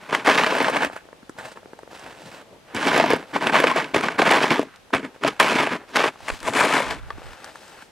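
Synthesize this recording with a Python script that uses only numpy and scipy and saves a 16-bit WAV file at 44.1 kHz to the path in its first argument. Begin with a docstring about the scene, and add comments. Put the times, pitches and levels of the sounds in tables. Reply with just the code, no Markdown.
"""A plastic snow shovel is pushed in short strokes over icy gravel: random grit clicks ring the blade's modes.
It works in a yard a few metres from a small housing with two microphone ports. Stones and ice knock the blade,
each a burst of noise through its modes, and the ground thumps in low noise; around and between the strokes
boots crunch and loose snow slides as shaped clicks, and crust snaps with a tick and a dull swing.
Late on, light wind puffs on the ports as low noise, over a quiet bed of air."""
import sys
import numpy as np
from scipy import signal
from scipy.fft import rfft, irfft, next_fast_len
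from scipy.io import wavfile
from scipy.ndimage import uniform_filter1d

SR = 44100
rng = np.random.default_rng(int(sys.argv[2]) if len(sys.argv) > 2 else 0)


def dump(signal):
    """Clip the signal to [-1, 1] and save it as 16-bit WAV at the path in sys.argv[1]."""
    limited = np.clip(np.atleast_2d(signal).T, -1, 1)
    pcm = np.round(limited * 32767).astype(np.int16)
    wavfile.write(sys.argv[1], SR, pcm)


N = 348831


def amp(db):
    """Gain of a level in dB."""
    return 10 ** (np.asarray(db) / 20)


def level_db(gain):
    """Level of a gain in dB."""
    return 20 * np.log10(gain + 1e-6)


def evened(x):
    """Scales to rms 1."""
    return x / np.sqrt(np.mean(x ** 2) + 1e-20)


def read(points, hz):
    """Reads a spectrum table on a log frequency axis."""
    f, value = np.transpose(points)
    return np.interp(np.log(hz + 1), np.log(f + 1), value)


def coloured(x, points):
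    """Shapes the spectrum by a table, then scales to rms 1."""
    size = next_fast_len(x.shape[-1])
    gain = amp(read(points, np.fft.rfftfreq(size, 1 / SR)))
    return evened(irfft(rfft(x, size) * gain, size)[..., :x.shape[-1]])


def band(x, lo_hz, hi_hz):
    """Band-pass, rms 1."""
    return evened(signal.sosfilt(signal.butter(2, [lo_hz, hi_hz], "bandpass", fs=SR, output="sos"), x))


def controls(tables):
    """Joins tables into curves at sample rate; the first column becomes a gain, zero outside the tables."""
    t, out = np.arange(N) / SR, np.zeros((len(tables[0][0]) - 1, N))
    for rows in tables:
        s, *columns = np.transpose(rows)
        inside = slice(round(s[0] * SR), min(round(s[-1] * SR), N))
        before = out[0, inside].copy()
        out[:, inside] = [np.interp(t[inside], s, c) for c in columns]
        fade = signal.windows.tukey(len(t[inside]), min(1, 0.0042 / (s[-1] - s[0])))
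        out[0, inside] = np.maximum(before, amp(out[0, inside]) * fade)
    return out


def grit(per_s, spread_db, clump_db, clump_s):
    """Clicks of random sign and unequal size, stronger in clumps that start fast and die away."""
    sizes = amp(spread_db * np.minimum(rng.exponential(1, N), 4)) * rng.choice([-1., 1.], N)
    fade = np.exp(-1 / (clump_s * SR))
    starts = rng.exponential(1, N) * (rng.random(N) < 1 / (clump_s * SR))
    clumps = signal.lfilter([1], [1, -fade], starts)
    clicks = sizes * (rng.random(N) < per_s / SR)
    return clicks * (clumps + amp(-clump_db))  # a steady share lies under the clumps


def add(mix, s, sound):
    """Mixes a sound in at a time in seconds."""
    part = mix[round(s * SR):][:len(sound)]
    part += sound[:len(part)]


# colour of the quiet yard: (frequency [Hz], relative density [dB per Hz])
AIR_COLOUR = [(15, -37), (25, -0.5), (500, 2), (655, -0.5), (3690, -9), (4450, -12), (6160, -15),
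              (6860, -17), (8290, -18), (15800, -23)]


def air():
    """The quiet yard as steady noise, partly alike in both ports."""
    common, left, right = coloured(rng.standard_normal((3, N)), AIR_COLOUR)
    return amp(-58) * np.array([common + 1.6 * left, common + 1.4 * right])  # -58 dB is the common part


# colours of dull tread, crunch and fine fizz: (frequency [Hz], relative density [dB per Hz])
TREAD_COLOUR = [(80, -1), (200, 0.5), (450, 5.5), (900, -1), (2500, -51)]
CRUNCH_COLOUR = [(300, -23), (800, -1), (1500, 3), (2600, -5.5), (6000, -36)]
FIZZ_COLOUR = [(900, -42), (2500, -1), (4000, 0.5), (8500, -9), (12800, -18.5), (15800, -11)]
# single treads and slides of loose snow, levels relative: (start [s], length [s], dull tread [dB],
# crunch [dB], fine fizz [dB], swell from start to end [dB])
TREADS = [(0, 0.082, -47.5, -42.5, -52, -1), (.2, 0.056, -43, -40, -53, 1),
          (0.911, 0.042, -45, -43, -55, -0.5), (.955, 0.02, -49, -28.5, -51, -6.5),
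          (0.99, 0.66, -54, -68, -74, -9), (1.552, 0.023, -40, -45.5, -55, 0),
          (1.62, .3, -51, -68, -64, -1), (3.187, 0.058, -38, -39, -49, -6.5),
          (3.266, 0.12, -47.5, -47, -54.5, 7), (3.867, 0.063, -48, -40, -52, -4.5),
          (4.135, 0.062, -36, -34, -56, -1), (4.67, .1, -67, -47, -65, -1.5),
          (4.79, .14, -70, -69, -76, -4), (5.082, .05, -45, -49, -65, -9), (5.137, .06, -52, -51, -59, -9),
          (5.314, 0.067, -40, -39.5, -50, -9), (5.79, 0.062, -44, -45, -66, -4.5),
          (5.864, 0.049, -55, -54, -59, 11), (6.11, 0.065, -51, -49, -55, 0),
          (6.184, 0.086, -53, -51.5, -53, 12), (6.312, 0.16, -46, -40.5, -41, -11)]
# drawn-out steps and shuffles, turning round and tossing the load, levels relative:
# (time [s], dull tread [dB], crunch [dB], fine fizz [dB])
SHUFFLES = [
    [(1.372, -62, -66, -64), (1.386, -41, -37, -48), (1.425, -44, -41, -49), (1.455, -39, -39, -47),
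     (1.49, -46, -48, -50), (1.545, -52, -52, -55)],
    [(1.9, -67, -59, -68), (1.914, -44, -46, -50.5), (1.97, -48, -44, -49), (2.06, -41, -41.5, -51),
     (2.146, -47.5, -47, -54), (2.24, -43.5, -49, -48.5), (2.366, -43.5, -42.5, -47.5),
     (2.416, -44, -45, -56), (2.454, -49, -72, -72), (2.56, -42.5, -67, -70), (2.618, -62, -73, -76),
     (2.69, -49, -46, -60), (2.742, -47, -43, -61)],
    [(6.96, -42, -38, -50), (6.985, -58, -44, -63), (7.045, -58, -46, -64), (7.09, -43, -46, -56),
     (7.15, -51, -46, -60), (7.2, -46, -45, -53.5), (7.3, -47, -43.5, -51), (7.4, -50, -43.5, -52),
     (7.48, -46, -40.5, -50), (7.535, -49, -53, -52), (7.62, -48, -50, -49), (7.75, -48.5, -45, -51),
     (7.826, -56, -41.5, -51), (7.84, -58, -68, -52), (7.91, -57, -76, -68)],
]


def crunch():
    """Countless small breaks of snow crystals under boots: a dull tread, a crunch and a fine fizz."""
    rise_s, fall_db_per_s = 0.0083, 498
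    clicks = grit(per_s=1600., spread_db=0.5, clump_db=-8.0, clump_s=0.008)
    snow = clicks + amp(-5.0) * np.std(clicks) * rng.standard_normal(N)
    levels, t = np.zeros((N, 3)), np.arange(SR // 2) / SR
    for start, length, *db, swell_db in TREADS:
        swell = swell_db * np.minimum(t / length, 1)
        fall = fall_db_per_s * np.maximum(t - length, 0)
        weight = np.minimum(t / rise_s, 1) * amp(swell - fall)
        add(levels, max(start, 0), weight[:, None] * amp(db))
    for k in range(3):
        levels[:, k] += controls([np.array(rows)[:, [0, k + 1]] for rows in SHUFFLES])[0]
    colours = (TREAD_COLOUR, CRUNCH_COLOUR, FIZZ_COLOUR)
    return amp(-4.0) * sum(level * coloured(snow, colour) for level, colour in zip(levels.T, colours))


# crust snapping under boots, crumbs dropping:
# (time [s], relative level [dB], pitch of the hollow [Hz], relative crack level [dB])
SNAPS = [(0.024, -45, 213, -20), (0.898, -24.5, 721, -29), (0.911, -33, 1090, -20), (0.929, -28, 880, -29),
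         (0.963, -21.5, 850, -15.5), (1.053, -38.5, 406, -18), (1.087, -37, 523, -30),
         (1.128, -32.5, 447, -26), (1.228, -38.5, 234, -24), (1.294, -26.5, 330, -13),
         (1.353, -46, 240, -25), (1.365, -38, 853, -19), (1.383, -37, 507, -25), (1.397, -34, 1450, -30),
         (1.409, -30, 762, -24), (1.449, -26, 1090, -13), (1.572, -28.5, 1080, -23), (1.63, -36, 614, -27),
         (1.657, -33, 382, -33), (1.732, -29.5, 392, -28), (1.789, -29.5, 716, -19), (1.831, -32, 415, -23),
         (1.875, -34.5, 503, -25), (1.912, -36, 770, -19), (1.93, -32, 454, -14), (1.994, -35, 633, -2),
         (2.218, -32, 651, -11), (4.759, -51, 1380, 10), (4.904, -36, 832, -16), (5.16, -38, 441, -21),
         (6.157, -34.5, 830, -26), (6.204, -32, 870, -15), (6.403, -35.5, 1360, 4), (7.181, -33, 312, -25),
         (7.217, -31, 507, -26), (7.443, -27.5, 1270, -5), (7.556, -28, 1320, -14), (7.68, -39, 1250, -3),
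         (7.824, -46, 245, -21)]


def snaps():
    """A dry tick of breaking crust, then one or two dull swings of the hollow under it."""
    out, t = np.zeros(N), np.arange(700) / SR
    chance = rng.standard_normal((len(SNAPS), 700))
    for (s, db, hz, crack_db), noise in zip(SNAPS, chance):
        burst = (t == 0) + 0.18 * noise * np.exp(-t / 0.0021)  # one clean break, then crumbs
        tick, crack = band(burst, 900, 1600), band(burst, 1800, 7000)
        hollow = np.sin(2 * np.pi * hz * t) * t * hz * np.exp(-t * hz / 0.46)
        snap = amp(-3.0) * tick / abs(tick).max() + hollow / abs(hollow).max()
        snap += amp(crack_db + 6.0) * crack / abs(crack).max()
        add(out, s + 0.000893, amp(db) * snap)
    return out


# modes of the blade, damped by its load: (frequency [Hz], level [dB], nominal 60 dB decay time [s])
BLADE = [(173, -7, 0.042), (290, -1, 0.087), (446, 8, 0.045), (640, 3, 0.071), (850, 4.5, 0.037),
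         (1090, 3.5, 0.06), (1454, 5.5, 0.029), (1655, 10, 0.0092), (1921, 7, 0.018), (2377, 6, 0.02),
         (3028, 0.5, 0.023), (4320, 4, 0.0037)]


def ring(weights, damping=1., bend=1.):
    """The blade's modes, each excited by its own weight; flexing and load shift pitch and damping."""
    t = np.arange(2600) / SR
    out = np.zeros(len(t))
    for w, (hz, db, t60) in zip(weights, BLADE):
        out += w * amp(db - 60 * damping * t / t60) * np.sin(2 * np.pi * hz * bend * t)
    return out


# pressure on the blade, one list per push: (time [s], level [dB])
STROKES = [
    [(0.08, -49), (0.094, -28), (0.116, -36), (0.128, -20), (0.156, -20), (0.162, -23), (0.24, -40)],
    [(3.935, -40), (3.945, -18.5), (4.023, -31), (4.031, -20), (4.095, -29.5), (4.115, -29.5), (4.17, -43)],
    [(4.92, -66), (4.936, -19.5), (4.952, -15), (5.006, -38), (5.026, -39), (5.052, -28.5), (5.1, -62)],
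    [(5.21, -46), (5.234, -31), (5.25, -30), (5.258, -24.5), (5.28, -16), (5.322, -40), (5.33, -47)],
    [(5.92, -44), (5.962, -17), (5.984, -22), (5.99, -18), (6.06, -20.5), (6.086, -24.5), (6.12, -56)],
    [(6.25, -53), (6.278, -37), (6.282, -26), (6.304, -29.5), (6.312, -40), (6.35, -43)],
    [(0.245, -27), (0.275, -16), (0.453, -21.5), (0.493, -22), (0.689, -19.5), (0.723, -29.5),
     (0.771, -17.5), (0.783, -26.5), (0.851, -22.5), (0.885, -36.5), (0.93, -66)],
    [(2.73, -63), (2.752, -28), (2.838, -23.5), (2.876, -18.5), (2.906, -20), (3.006, -16.5), (3.022, -22),
     (3.044, -23), (3.05, -25.5), (3.13, -19.5), (3.22, -48)],
    [(3.33, -35), (3.364, -19), (3.4, -38), (3.426, -21), (3.46, -27.5), (3.47, -17.5), (3.516, -33),
     (3.542, -14.5), (3.748, -27), (3.78, -18), (3.925, -50.5)],
    [(4.18, -26), (4.192, -13.5), (4.248, -24), (4.264, -15.5), (4.39, -18.5), (4.394, -22.5), (4.44, -17),
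     (4.496, -26.5), (4.514, -17), (4.616, -30), (4.7, -59)],
    [(5.392, -35), (5.4, -12), (5.458, -18.5), (5.55, -21.5), (5.558, -14), (5.566, -19.5), (5.64, -17.5),
     (5.646, -22.5), (5.762, -30), (5.79, -44.5), (5.8, -51)],
    [(6.4, -55), (6.474, -23.5), (6.484, -18), (6.518, -34), (6.568, -16), (6.594, -16), (6.61, -18),
     (6.776, -19.5), (6.894, -32), (6.91, -23), (7.0, -48)],
]
# what lies under the edge along the way, relative to pressure:
# (time [s], edge hiss [dB], load boom [dB], icy sheen [dB])
GROUND = [(.15, -14, -8, -22), (.35, -9.5, -5, -22.5), (.75, -14.5, -4.5, -27.5),
          (2.85, -10.5, -2.5, -20.5), (3.1, -11, 0, -31), (3.45, -15.5, -1.5, -25), (3.7, -13.5, -6, -25.5),
          (4.0, -11, -1, -25), (4.2, -15.5, -4.5, -23), (4.45, -10.5, -2, -22), (4.62, -10.5, -0.5, -24),
          (5.0, -20, 1, -23.5), (5.27, -10.5, 0.5, -24), (5.5, -11.5, -5, -19.5), (5.7, -13.5, -1.5, -24.5),
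          (5.97, -7.5, -4.5, -23.5), (6.07, -13.5, -7, -22), (6.3, -10.5, -13, -13),
          (6.55, -13.5, -3.5, -13.5), (6.9, -10.5, -7, -19.5)]
# colours of edge hiss and icy sheen: (frequency [Hz], relative density [dB per Hz])
EDGE_COLOUR = [(1000, -40), (2200, -5.5), (3200, -3.5), (4000, -6.5), (6000, -13.5), (8000, -35),
               (14000, -28.5)]
SHEEN_COLOUR = [(4000, -34), (7000, 1), (9800, -3), (12200, -16), (15100, -49), (15800, -52)]


def scrape():
    """Grit hits the edge at one of 24 points by chance, and each point rings another blend of modes."""
    usual_db = -21  # pressure at which the ground table holds
    follow = (1, 0.65, 0.87)  # dB gained by hiss, boom, sheen for each dB of pressure
    points = 24
    pressure = controls(STROKES)[0]
    s, *columns = np.transpose(GROUND)
    excess_db = np.maximum(level_db(pressure) - usual_db, -30)
    t = np.arange(N) / SR
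    hiss_db, boom_db, sheen_db = (np.interp(t, s, c) + (f - 1) * excess_db for c, f in zip(columns, follow))
    clicks = grit(per_s=1500., spread_db=2.5, clump_db=-7.5, clump_s=.006)
    point = rng.integers(0, points, N)
    blends = rng.standard_normal((points, len(BLADE)))
    bends = 1 + 0.071 * rng.standard_normal(points)
    body = np.zeros(N)
    for k in range(points):
        body += signal.oaconvolve(clicks * (point == k), ring(blends[k], 0.83, bends[k]))[:N]
    sand = clicks + amp(-7.5) * np.std(clicks) * rng.standard_normal(N)  # finest grains merge into hiss
    hiss = amp(hiss_db - 0.93) * coloured(sand, EDGE_COLOUR)
    sheen = amp(sheen_db - 4.0) * coloured(sand, SHEEN_COLOUR)
    thud = amp(boom_db - 30.0) * band(sand, 31, 115)  # the frozen ground shakes a little
    clatter = amp(-1.0) * band(body, 615, 4000)
    boom = amp(boom_db - 4.0) * band(body, 135, 345)
    return pressure * (thud + clatter + boom + hiss + sheen)


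PEBBLES = 200  # chances over the whole scene; those falling between strokes stay silent


def pebbles():
    """Small stones at chance moments and pitches, as loud as the blade is pressed."""
    low_hz, high_hz, crack_db = 281, 1974, -18.5
    when, pitch, size = rng.random((PEBBLES, 3)).T
    pressure = controls(STROKES)[0][(when * N).astype(int)]
    db = level_db(pressure) + 3.5 - 0.5 * (2 * size - 1)
    rows = zip(when * N / SR, db, low_hz * (high_hz / low_hz) ** pitch)
    return [(*row, crack_db) for row, pressed in zip(rows, pressure) if pressed > 0]


# the larger stones and ice lumps that strike the blade:
# (time [s], peak of the ring [dB], pitch [Hz], crack peak relative to the ring [dB])
KNOCKS = [(0.0934, -29, 635, -23), (.129, -6.5, 640, -27), (0.149, -2, 2440, -17), (0.25, -19, 1120, -10),
          (.2614, -8, 2300, -17), (.276, -7.5, 314, -17), (0.2885, -2, 1090, -23), (.2951, -9, 650, -25),
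          (.3496, -17, 1890, -16), (0.385, -9, 2379, -22), (.4354, -7.5, 1250, -20),
          (.444, -6.5, 1960, -19), (0.476, -22, 1550, -11), (.523, -12.5, 480, -22),
          (0.5518, -10, 1100, -19), (0.567, -12, 564, -19), (0.586, -15, 310, -13), (0.6041, -10, 486, -25),
          (0.6148, -11, 473, -24), (.626, -20, 706, -7), (0.645, -10.5, 1510, -29),
          (0.6832, -6.5, 1110, -22), (.6988, -17.5, 504, -10), (0.7343, -26, 2150, -19),
          (.761, -10.5, 790, -18), (0.8315, -12, 1630, -19), (0.8474, -9, 2000, -14.5),
          (2.7472, -18.5, 241, -5), (2.8655, -10, 266, -17), (2.8772, -15, 820, -24),
          (2.9443, -13, 440, -20), (2.9637, -8, 655, -15), (2.9775, -7.5, 724, -11), (2.9989, -3, 670, -23),
          (3.0105, -8, 1110, -30), (3.04, -4, 694, -32), (3.0614, -13, 272, -19), (3.1038, -8, 490, -12),
          (3.1334, -2.5, 453, -20), (3.1625, -16.5, 535, -15), (3.2274, -24.5, 570, -23),
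          (3.346, -22, 1490, -15), (3.361, -9, 810, -31), (3.4244, -11.5, 675, -23), (3.47, -5, 2520, -18),
          (3.4972, -16, 930, -18), (3.5339, -14, 850, -15), (3.5432, -5, 930, -25), (3.5549, -3, 1080, -31),
          (3.6016, -2.5, 1510, -16.5), (3.6403, -2, 690, -22), (3.6703, -16, 685, -18),
          (3.704, -14, 2410, -18), (3.714, -9.5, 1060, -18), (3.7607, -11, 656, -16),
          (3.7834, -11, 714, -22), (3.9455, -6, 840, -19), (3.961, -8.5, 380, -14),
          (4.01, -12.5, 1370, -12), (4.0357, -10, 1126, -20), (4.0847, -8, 1530, -28),
          (4.1893, -4.5, 1200, -20), (4.1956, -9, 450, -27), (4.2204, -7, 766, -22), (4.259, -18, 940, -13),
          (4.277, -8.5, 367, -12), (4.3125, -7, 724, -6), (4.3845, -17, 1170, -22), (4.4146, -11, 650, -21),
          (4.442, -6.5, 1030, -29), (4.515, -11.5, 355, -20), (4.5584, -12, 885, -27),
          (4.594, -6, 291, -22), (4.6306, -20, 426, -15), (4.938, -5, 1970, -28), (4.9482, -9.5, 830, -10),
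          (5.0467, -29, 254, -23), (5.2367, -9, 1500, -21), (5.2475, -5.5, 663, -27),
          (5.2773, -13.5, 870, -7), (5.3991, -1, 1100, -11.5), (5.409, -6, 1090, -13),
          (5.4278, -17, 900, -6), (5.482, -8, 1710, -17), (5.5204, -11.5, 570, -19), (5.554, -13, 290, -25),
          (5.6031, -8.5, 980, -18), (5.633, -13, 890, -12), (5.6711, -11.5, 880, -19),
          (5.7226, -19, 460, -23), (5.7537, -19, 1090, -22), (5.9584, -7, 1530, -11),
          (5.9668, -12, 1991, -8), (5.994, -7.5, 1120, -22), (6.0047, -10, 890, -21), (6.04, -6, 860, -27),
          (6.0587, -11.5, 595, -21), (6.2838, -13, 1170, -24), (6.3009, -13.5, 2010, -25),
          (6.4298, -24.5, 1000, -1), (6.485, -10.5, 882, -17), (6.5713, -9, 1800, -10),
          (6.59, -9, 1940, -15), (6.6516, -16.5, 684, -4), (6.7026, -14, 1430, -19), (6.767, -9, 1020, -24),
          (6.7801, -9, 1210, -20), (6.8031, -11, 555, -13), (6.9099, -15, 1800, -19),
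          (7.104, -18, 1170, -25)]


def knocks():
    """Each stone crumbles for a few ms and rings the modes near its pitch, with a crack on top."""
    crumble_ms = 2.16  # time to fall to 1/e
    out, hz_modes, stones = np.zeros(N), np.array(BLADE)[:, 0], KNOCKS + pebbles()
    chance = rng.standard_normal((len(KNOCKS) + PEBBLES, 600))
    for (s, db, hz, crack_db), noise in zip(stones, chance):
        crumble = noise * np.exp(-np.arange(600) / (crumble_ms * SR / 1000))
        # all modes shift together until the nearest one meets the pitch
        bend = hz / hz_modes[np.argmin(abs(np.log(hz_modes / hz)))]
        near = amp(-11. * abs(np.log2(bend * hz_modes / hz)))  # 11 dB weaker per octave away
        tone = band(np.convolve(crumble, ring(near, 2.35, bend)), 337, 6700)
        crack = band(np.pad(crumble, (0, len(tone) - 600)), 3000, 11000)
        knock = tone / abs(tone).max() + amp(crack_db) * crack / abs(crack).max()
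        add(out, s, amp(db) * knock)
    return out


# dull thumps of boot and blade on the frozen ground: (time [s], level [dB], length [s], pitch [Hz])
THUMPS = [(0.275, -36.5, .04, 80), (.86, -42, .03, 55), (2.21, -46, 0.12, 153), (2.745, -36.5, .03, 80),
          (2.987, -31, .03, 55), (3.13, -39, 0.021, 80), (3.945, -29, .03, 90), (4.595, -33, .02, 80),
          (4.93, -32, 0.034, 90), (5.25, -27, .03, 70), (6.47, -34.5, 0.066, 140)]


def thumps():
    """Short low pushes of the ground without a ring: narrow noise under a smooth hump."""
    span = 1.37  # the band reaches this factor above and below the pitch
    out, chance = np.zeros(N), rng.standard_normal((len(THUMPS), SR // 4))
    for (s, db, length, hz), noise in zip(THUMPS, chance):
        push = np.hanning(round(length * SR))
        add(out, s, amp(db) * push * band(noise, hz / span, hz * span)[-len(push):])
    return out


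# colour of a puff: (frequency [Hz], relative density [dB per Hz])
PUFF_COLOUR = [(15, -26), (40, -3.5), (80, -6), (140, -12.5), (250, -45), (500, -59)]
# puffs of wind: (peak time [s], relative level [dB], swell [s], dying [s])
GUSTS = [(6.235, -53, .05, .04), (6.34, -34, .05, 0.032), (6.435, -43, 0.036, 0.078),
         (6.61, -45, .08, 0.036), (6.87, -47, 0.061, 0.42), (7.07, -40.5, 0.23, 0.08),
         (7.16, -38.5, 0.057, 0.057), (7.26, -44, .03, .04), (7.32, -45, .04, .04)]


def wind():
    """Low lumpy puffs that push the two ports in opposite directions."""
    edge_db = -22.5  # level at the ends of swell and dying, relative to the peak
    t = np.arange(N) / SR
    level = np.zeros(N)
    for s, db, swell, dying in GUSTS:
        level += amp(db + edge_db * np.maximum((s - t) / swell, (t - s) / dying))
    push, own = coloured(rng.standard_normal((2, N)), PUFF_COLOUR)
    lumps = amp(2.9 * evened(uniform_filter1d(rng.standard_normal(N), 1500)))
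    return amp(5.0) * level * lumps * np.array([0.8 * push + 0.39 * own, -1.1 * push + 0.34 * own])


def yard(x):
    """Sparse echoes off ground, car and banks, at chance times and different for each port."""
    t, t60 = np.arange(4000) / SR, .06
    hits = rng.choice([-1., 1.], (2, 4000)) * (rng.random((2, 4000)) < 5000 / SR)
    taps = hits * amp(-60 * t / t60)
    return signal.oaconvolve(x[None], taps / np.linalg.norm(taps, axis=1)[:, None], axes=1)[:, :N]


# where the digger stands: (time [s], bearing [right = 1], shading of the right port [0-1])
BEARING = [(0, -0.16, 0.23), (.9, 2.05, 0.23), (1.6, 1.46, 0), (2.9, 0.91, 0.03), (3.7, 0.93, 0.13),
           (4.4, 0.37, 0.12), (5.5, 0.45, 0.16), (6.0, 0.19, 0.32), (6.5, 0.32, 0.8), (6.9, -0.59, 0.8),
           (7.3, -1.1, 0.85), (7.91, -1.8, 1)]
# lead of the near port at bearing 1: (frequency [Hz], phase [rad])
PORT_LEAD = [(100, -0.44), (700, 0.25), (3500, 0.37), (6200, 0.3), (7600, 0.25), (10300, 1.6), (15000, 1.6)]
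# body shading at its fullest: (frequency [Hz], left minus right [dB])
SHADE_DB = [(200, 0), (1400, 2.5), (3500, 10.5), (4800, 10), (7600, 0), (10300, 5), (15000, 4)]
# weight of the echoes off the axis: (frequency [Hz], relative level [dB])
ECHO_DB = [(100, -18.5), (1000, -12.5), (5000, -14.5), (8000, 1), (15000, -8)]
# standing difference of the ports: (frequency [Hz], left minus right [dB])
PORT_DB = [(60, 5.5), (150, 1), (300, 2.5), (700, 1.4), (1400, -1.5), (3000, -3), (6000, -0.5), (8000, 1.2),
           (14000, -1)]


def ports(x):
    """Off the axis, one port hears the sound earlier, the body shades the other and echoes weigh more."""
    size = next_fast_len(N)
    hz, z = np.fft.rfftfreq(size, 1 / SR), rfft(x, size)
    s, *columns = np.transpose(BEARING)
    bearing, shading = (np.interp(np.arange(N) / SR, s, c) for c in columns)
    # half the difference between the ports, in phase and in level
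    lead = irfft(-1j * z * np.tan(np.clip(read(PORT_LEAD, hz) / 2, 0, 1.2)), size)[:N]
    shade = irfft(z * np.tanh(np.log(amp(read(SHADE_DB, hz))) / 2), size)[:N]
    side = bearing * lead + shading * shade
    echoes = irfft(rfft(yard(x), size) * amp(read(ECHO_DB, hz)), size)[:, :N]
    echoes = echoes * (0.18 + 0.83 * abs(bearing))
    half = amp(read(PORT_DB, hz) / 2)
    pair = np.array([x + side, x - side]) + echoes
    return irfft(rfft(pair, size) * np.array([half, 1 / half]), size)[:, :N]


def scene():
    """All sources at the two ports; the housing thins the bass of sound from the digger."""
    near = ports(scrape() + knocks() + snaps() + crunch() + thumps())
    airborne = signal.sosfilt(signal.butter(2, 100, "highpass", fs=SR, output="sos"), near)
    return airborne + wind() + air()


def record(dry):
    """The microphone capsule fades in the top octave; a hard knee just under full scale, then a band limit."""
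    dull = signal.sosfilt(signal.butter(3, 12500, fs=SR, output="sos"), dry)
    held = np.clip(dull, -.93, .93)
    limit = signal.firwin(1023, 15960, window=("kaiser", 9), fs=SR)  # cutoff in Hz
    return signal.oaconvolve(held, limit[None], "same")


dry = scene()
out = record(dry)
dump(out)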